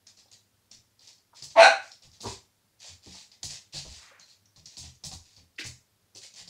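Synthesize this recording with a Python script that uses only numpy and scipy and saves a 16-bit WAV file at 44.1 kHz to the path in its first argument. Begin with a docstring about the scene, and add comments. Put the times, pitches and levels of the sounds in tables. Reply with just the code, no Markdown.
"""One sharp, rough bark from two small dogs scuffling on a wooden floor; a soft grunt follows.
Both voices are vocal pulses and breath rasp through throat resonances. Claws tick and scrape,
pads squeak, paws thud on the boards, with short hollow knocks and soft paw bumps now and then.
The quiet, panelled room adds short echoes; faint hum and hiss lie underneath."""
import sys
import numpy as np
from scipy import signal
from scipy.fft import rfft, irfft, next_fast_len
from scipy.io import wavfile
from scipy.ndimage import uniform_filter1d, minimum_filter1d

SR = 44100
rng = np.random.default_rng(int(sys.argv[2]) if len(sys.argv) > 2 else 0)


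def unload_audio(sound):
    """Save the sound as a 16-bit wav file, at the path given as the first command line argument."""
    columns = np.transpose(np.atleast_2d(sound))
    # keep every value between -1 and 1, then stretch to whole-number steps
    steps = np.round(np.clip(columns, -1, 1) * 32767)
    wavfile.write(sys.argv[1], SR, steps.astype(np.int16))


N = 286209

# bark contour (time [s], pitch [Hz], level [dB], mouth opening [0-1], roughness [0-1])
BARK_CONTOUR = [(1.554, 318.7, -42, .05, 0.5), (1.568, 287.5, -19, .33, .3), (1.585, 217.1, -13, 0.4, .3),
                (1.603, 223, -12, .62, .3), (1.622, 245.9, -12.5, .86, .4), (1.646, 261, -12.5, 1, .4),
                (1.668, 256.1, -28.5, 0.96, 0.7), (1.701, 230.6, -49, .85, .7)]
# throat modes: mouth closed, ajar, open; grunt (frequency [Hz], width [Hz], gain [dB])
CLOSED_MODES = [(313.9, 120, -5), (840, 290, 2), (2110, 400, -22)]
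AJAR_MODES = [(80, 140, -25.5), (665, 190, -0.5), (870, 200, -11), (2050, 640, -14.5), (3175.5, 650, -23.5),
              (4250, 1700, -27.5)]
OPEN_MODES = [(349.7, 200, -22.5), (654, 220, -7), (787.8, 100, 1.5), (1109.9, 85, -9), (1506, 240, -2),
              (2310, 590, -13.5), (2530, 380, -9.5), (4130, 630, -6), (5580, 1100, -22.5),
              (7968.3, 1400, -25.5)]
GRUNT_MODES = [(78, 46, 5.5), (203.61, 47, -2), (371.23, 260, 1), (916.06, 270, -2)]
# overall throat colour (frequency [Hz], gain [dB])
THROAT_EQ = [(100, -5.5), (320, -0.5), (430, -9), (560, 2.5), (2700, 2.5), (3300, -3.5), (4100, 2.5),
             (4600, -6), (5200, -8), (6000, 3), (7400, -3), (10300, 2.5), (11800, -14.5), (14000, -3.5),
             (15500, -18)]
# footfalls (time [s], tick level [dB], skid level [dB])
FOOTFALLS = [(.0684, -41.5, -57), (.173, -50, -57), (.3143, -46, -54), (.7128, -39.5, -53),
             (.9928, -49, -60.5), (1.073, -41, -55), (1.423, -34, -45), (1.503, -41.5, -55),
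             (1.9159, -39.5, -58), (2.022, -46, -56), (2.205, -38, -45), (3.3161, -43.5, -60.5),
             (3.4306, -27.5, -40), (3.736, -41, -47), (4.1958, -45, -59.5), (4.5606, -47, -57),
             (4.6571, -36.5, -53.5), (4.7691, -36, -44), (5.0377, -32, -41.5), (5.114, -37.5, -45.5),
             (5.364, -45.5, -59), (5.641, -37, -42.5), (6.1493, -42.5, -48.5), (6.338, -45, -54),
             (6.476, -37, -48)]
# dragged paws (time [s], length [s], level [dB])
PAW_SLIDES = [(1.01, .11, -58.5), (1.345, .08, -52), (1.8, .14, -56.5), (2.123, .062, -58),
              (2.249, .11, -42.5), (2.79, 0.18, -49.5), (3.019, .25, -52.5), (3.102, 0.18, -53),
              (3.472, .125, -44), (3.723, 0.12, -42.5), (3.82, .3, -51.5), (4.272, .078, -58.5),
              (4.69, .09, -57), (4.808, .1, -50), (5.22, .2, -61.5), (5.583, .05, -47),
              (6.209, .081, -48.5), (6.355, .09, -48)]
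# pads on varnish (time [s], length [s], level [dB], pitch [Hz], width [Hz])
PAD_RUBS = [(.19, .07, -66.5, 5000, 608.6), (3.74, .05, -41.5, 4400, 904.4), (3.95, 0.3, -59, 1496, 1800),
            (4.196, .05, -57, 4200, 401.5), (4.28, .055, -61, 4221, 503.1), (5.583, .04, -43, 4200, 2500)]
# weighted landings (time [s], level [dB], boom [Hz])
LANDINGS = [(.733, -59.5, 112.6), (1.416, -51, 142.6), (2.04, -50.5, 81), (2.88, -52.5, 86),
            (3.06, -47, 185.2), (3.427, -41.5, 140.5), (3.735, -40.5, 143), (3.85, -39.5, 78),
            (4.56, -52.5, 161), (4.779, -47.5, 82.47), (4.832, -45, 127), (5.045, -44, 158.7),
            (5.119, -45, 86), (5.372, -50, 81), (5.644, -42.5, 123), (6.401, -55, 176.4)]
# short hollow knocks and soft paw bumps (time [s], level [dB], ring [Hz], length [s])
HOLLOW_KNOCKS = [(.255, -63.5, 697.7, .015), (1.33, -54, 830, .014), (2.844, -54, 640, .012),
                 (3.06, -51, 288, .02), (3.142, -58, 800, .02), (3.845, -54, 560, 0.0276),
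                 (4.11, -57.5, 517, .018), (5.108, -53.5, 792, .04), (5.581, -36, 2300, .022),
                 (5.588, -46.5, 320, 0.017), (5.605, -40.5, 2295, .02), (6.152, -56.5, 446.1, 0.028)]
# claw, pad and body weight on wood (frequency [Hz], gain [dB])
CLAW_EQ = [(240, -41), (400, -17.5), (605, -10.5), (928, -12), (1000, -14.5), (1380, -19.5), (1910, -9.5),
           (2250, -11), (2430, -7.5), (2880, -9), (3740, -4), (4490, -1), (7210, -6.5), (14400, -37.5),
           (15500, -32)]
PAD_EQ = [(40, -28), (110, 9), (200, 4.5), (400, -4), (650, -2), (1000, -4.5), (1400, -14), (3000, -23.5),
          (9000, -50.5)]
THUD_EQ = [(20, -5.5), (45, -10.5), (80, 3), (170, -6.5), (260, -16.5), (500, -40), (1500, -77.5)]
# hiss spectrum (frequency [Hz], gain [dB])
HISS_EQ = [(20, -21.5), (60, -12), (100, -1), (140, -12), (185, -7), (260, -12.5), (600, -17), (2500, -22),
           (4800, -19.5), (7700, -23.5), (12000, -25), (15600, -28)]
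# room decay (frequency [Hz], T60 [s])
ROOM_T60 = [(80, 0.4), (400, 0.3), (800, 0.33), (2000, .36), (4200, 0.3), (7000, .36), (14000, .26)]


def bark(jitter=.05, shimmer_db=3.5, gain_db=-2.4):
    """Uneven vocal pulses and rasp through a throat that brightens as the jaw drops."""
    times, *columns = np.transpose(BARK_CONTOUR)
    t = times[0] + clock(times[-1] - times[0])
    pitch_hz, db, mouth, rough = [np.interp(t, times, column) for column in columns]
    cycle = np.cumsum(pitch_hz / SR).astype(int)
    pitch_error, level_error = rng.standard_normal((cycle[-1] + 1, 2))[cycle].T
    phase = np.cumsum(pitch_hz * (1 + jitter * pitch_error) / SR)
    pulses = unit(np.diff(np.floor(phase), prepend=-1) * amp(shimmer_db * level_error))
    rasp = unit(rng.standard_normal(len(t)) * np.exp(-2.2 * (phase % 1)))  # one air burst per cycle
    source = amp(db + gain_db) * (np.sqrt(1 - rough) * pulses + np.sqrt(rough) * rasp)
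    voice = 0
    for k, modes in enumerate([CLOSED_MODES, AJAR_MODES, OPEN_MODES]):
        crossfade = np.sin(np.pi / 2 * np.maximum(1 - np.abs(2 * mouth - k), 0))
        voice += coloured(source * crossfade, lambda f: amp(along(THROAT_EQ, f)) * formants(f, modes))
    track = np.zeros(N)
    add(track, times[0], in_room(voice, wet_db=1))
    return track


def grunt(start_s=2.218, length_s=.074, pitch_hz=118, rasp_db=4, gain_db=-39):
    """A few slow vocal pulses and rasp behind a shut mouth."""
    t = clock(length_s)
    pulses = unit(np.diff(np.floor(pitch_hz * t), prepend=0))
    swell = np.sin(np.pi * (t / t[-1]) ** 1.3) ** 2
    source = unit(swell * (pulses + amp(rasp_db) * rng.standard_normal(len(t))))
    voice = coloured(source, lambda f: formants(f, GRUNT_MODES))
    track = np.zeros(N)
    add(track, start_s, amp(gain_db) * in_room(voice, wet_db=-2))
    return track


def steps(pad_lead_s=.004, pad_db=-12.5, skid_lag_s=.002, skid_s=.048, skid_db=-1.6):
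    """Each footfall: pad pats, claws tick, foot skids. Harder skids are brighter."""
    track = np.zeros(N)
    for at_s, tick_db, db in FOOTFALLS:
        tilt_db_per_oct = 3 + .41 * (db + 50)  # -50 dB: a middling skid
        add(track, at_s, amp(tick_db) * in_room(claw_tick(), wet_db=-2))
        add(track, at_s - pad_lead_s, amp(db + pad_db) * pad_pat())
        add(track, at_s + skid_lag_s, amp(db + skid_db) * claw_scrape(skid_s, tilt_db_per_oct))
    return track


def claw_tick(centre_hz=5000, spread_oct=.19, width_hz=1000, attack_s=.0003, t60_s=.016, second_db=-2):
    """A claw strikes wood and rings briefly; its neighbour lands just after."""
    t = clock(.03)
    ring_hz = centre_hz * 2 ** (spread_oct * rng.standard_normal())
    lag_s = rng.uniform(.0014, .0044)
    touch = lambda age_s: (1 - np.exp(-age_s / attack_s)) * amp(-60 * age_s / t60_s)
    envelope = touch(t) + amp(second_db) * touch(np.maximum(t - lag_s, 0))
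    contact = envelope * rng.standard_normal(len(t))
    return coloured(contact, lambda f: amp(along(CLAW_EQ, f)) * (.24 + resonance(f, ring_hz, width_hz)))


def claw_scrape(length_s, tilt_db_per_oct):
    """Claws drag over the grain; sharper slips sound brighter."""
    gain = lambda f: amp(along(CLAW_EQ, f) + tilt_db_per_oct * np.log2(np.maximum(f, 1500) / 5000))
    slips = stroke(length_s, grain_db=4.5, skew=.7)
    return in_room(coloured(slips, gain), wet_db=-.5)


def pad_pat():
    """A soft pad meets wood."""
    contact = stroke(.021, grain_db=4, skew=.98)
    return in_room(coloured(contact, lambda f: amp(along(PAD_EQ, f))), wet_db=.5)


def slides(gain_db=-2):
    """Shoving dogs drag their feet: longer, duller scrapes."""
    track = np.zeros(N)
    for at_s, length_s, db in PAW_SLIDES:
        add(track, at_s, amp(db + gain_db) * claw_scrape(length_s, tilt_db_per_oct=.52))
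    return track


def pad_squeaks(gain_db=-2):
    """Pads stick and slip on varnish: band-limited noise."""
    track = np.zeros(N)
    for at_s, length_s, db, hz, width_hz in PAD_RUBS:
        slips = stroke(length_s, grain_db=1, skew=.93)
        squeak = coloured(slips, lambda f: resonance(f, hz, width_hz) ** 2)
        add(track, at_s, amp(db + gain_db) * in_room(squeak, wet_db=-1))
    return track


def paw_thuds(boom_s=.19, boom_db=-5.5, joist_hz=82, joist_db=-5, thud_db=-11):
    """A landing paw slaps and thuds; the floor booms at the impact and on its joists."""
    track, t = np.zeros(N), clock(boom_s)
    swell = np.sin(np.pi * (t / t[-1]) ** .52) ** 2
    for at_s, db, hz in LANDINGS:
        boom = swell * (np.sin(2 * np.pi * hz * t) + amp(joist_db) * np.cos(2 * np.pi * joist_hz * t))
        thud = coloured(stroke(.073, grain_db=1, skew=.6), lambda f: amp(along(THUD_EQ, f)))
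        slap_db = -16 + 4.5 * np.log2(hz / joist_hz)  # quick landings boom higher, slap more
        add(track, at_s, amp(db + boom_db) * boom)
        add(track, at_s, amp(db + thud_db) * in_room(thud, wet_db=-3.5))
        add(track, at_s, amp(db + slap_db) * pad_pat())
    return track


def knocks(damping=.52, gain_db=-2):
    """Hollow knocks and soft paw bumps: brief contact noise through one broad resonance."""
    track = np.zeros(N)
    for at_s, db, hz, length_s in HOLLOW_KNOCKS:
        contact = stroke(length_s, grain_db=1.5, skew=.79)
        knock = coloured(contact, lambda f: resonance(f, hz, damping * hz) ** 2)
        add(track, at_s, amp(db + gain_db) * in_room(knock, wet_db=-2.5))
    return track


def stray_claws(rate_per_s=4, softest_db=-56.5, range_db=6):
    """Light random claw touches as the dogs shift weight."""
    track, count = np.zeros(N), round(rate_per_s * N / SR)
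    for when, force in rng.random((count, 2)):
        add(track, when * N / SR, amp(softest_db + range_db * force) * in_room(claw_tick(), wet_db=-1))
    return track


def background(hiss_db=-65, hum_db=-78, hum_hz=101.08, drift_hz=1.5, drift_rad=.4):
    """Even hiss and a faint, wavering electrical hum."""
    hiss = unit(coloured(rng.standard_normal(N), lambda f: amp(along(HISS_EQ, f)))[:N])
    drift = unit(coloured(rng.standard_normal(N), lambda f: 1 / (1 + (f / drift_hz) ** 4))[:N])
    hum = unit(np.sin(2 * np.pi * hum_hz * np.arange(N) / SR + drift_rad * drift))
    return amp(hiss_db) * hiss + amp(hum_db) * hum


def in_room(x, wet_db, build_s=.0043, sparse_s=.018):
    """Direct sound plus sparse wall echoes that thicken into a tail."""
    t = clock(.5)
    echoes = rng.standard_normal(len(t)) * amp(7 * np.exp(-t / sparse_s) * rng.standard_normal(len(t)))
    echoes /= np.sqrt(np.abs(uniform_filter1d(echoes ** 2, size=400)))
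    hz, age_s, bands = signal.stft(echoes, SR, nperseg=256)
    decay = amp(-60 * age_s / along(ROOM_T60, hz)[:, None])
    tail = signal.istft(bands * decay, SR, nperseg=256)[1][:len(t)]
    tail *= 1 - np.exp(-(t / build_s) ** 2)
    response = amp(wet_db) * tail / np.linalg.norm(tail)
    response[0] += 1
    return signal.fftconvolve(x, response)


def stroke(length_s, grain_db, skew):
    """Contact noise of tiny uneven slips; swells and fades."""
    t = clock(length_s)
    slip_db = grain_db * np.clip(rng.standard_normal(len(t) // 32 + 1), -2, 2)
    slips = amp(slip_db).repeat(32)[:len(t)]
    swell = np.abs(np.sin(np.pi * (t / t[-1]) ** skew))
    return unit(swell * slips * rng.standard_normal(len(t)))


def coloured(x, gain):
    """Minimum-phase filter with curve gain(Hz); energy preserved."""
    size = 2 * next_fast_len(len(x) + SR // 10)
    cepstrum = irfft(np.log(np.maximum(gain(np.fft.rfftfreq(size, 1 / SR)), 1e-6)))
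    cepstrum[1:size // 2] *= 2
    cepstrum[size // 2 + 1:] = 0
    y = irfft(rfft(x, size) * np.exp(rfft(cepstrum)))[:len(x) + SR // 20]
    return y * np.linalg.norm(x) / np.linalg.norm(y)


def formants(f, modes):
    """Summed gain of throat modes."""
    return sum(amp(db) * resonance(f, hz, width_hz) ** 2 for hz, width_hz, db in modes)


def resonance(f, hz, width_hz):
    """Gain of one resonance."""
    return f * width_hz / np.hypot(hz * hz - f * f, f * width_hz)


def along(points, hz):
    """Interpolate (Hz, value) points over log frequency."""
    knots_hz, values = np.transpose(points)
    return np.interp(np.log(hz + 1), np.log(knots_hz + 1), values)


def amp(db):
    """dB to gain."""
    return 10 ** (np.asarray(db) / 20)


def unit(x):
    """Scale to rms 1."""
    return x / np.sqrt(np.mean(x ** 2) + 1e-20)


def clock(length_s):
    """Sample times [s]."""
    return np.arange(max(int(length_s * SR), 2)) / SR


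def add(track, at_s, x):
    """Mix x into track."""
    start = min(max(round(at_s * SR), 0), N)
    track[start:start + len(x)] += x[:N - start]


def suppressed(x, depth_db=7, threshold_db=9, knee_db=7.5):
    """Noise suppressor: cuts each band while near its own floor."""
    bands = signal.stft(x, nperseg=512)[2]
    power = uniform_filter1d(np.abs(bands) ** 2, size=7, axis=-2)
    power = np.abs(uniform_filter1d(power, size=3, axis=-1)) + 1e-20
    above_db = 10 * np.log10(power / np.quantile(power, .2, axis=-1, keepdims=True))
    cut_db = depth_db * (1 - np.tanh((above_db - threshold_db) / (2 * knee_db))) / 2
    return signal.istft(bands * amp(-cut_db), nperseg=512)[1][..., :N]


def limited(x, ceiling=.95):
    """Limiter: gain dips smoothly round peaks above the ceiling."""
    gain = np.minimum(ceiling / (np.abs(x) + 1e-9), 1)
    return x * uniform_filter1d(minimum_filter1d(gain, size=301), size=151)


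def scene():
    """Mono mix."""
    voices = bark() + grunt()
    scuffle = steps() + slides() + pad_squeaks() + paw_thuds() + knocks()
    return (voices + scuffle + background() + stray_claws())[None]


def record(dry, cutoff_hz=15720):
    """Noise suppressor, limiter, brick-wall low-pass."""
    held = limited(suppressed(dry))
    size = next_fast_len(N + SR // 2)
    passband = np.fft.rfftfreq(size, 1 / SR) < cutoff_hz
    return irfft(rfft(held, size) * passband, size)[..., :N]


dry = scene()
out = record(dry)
unload_audio(out)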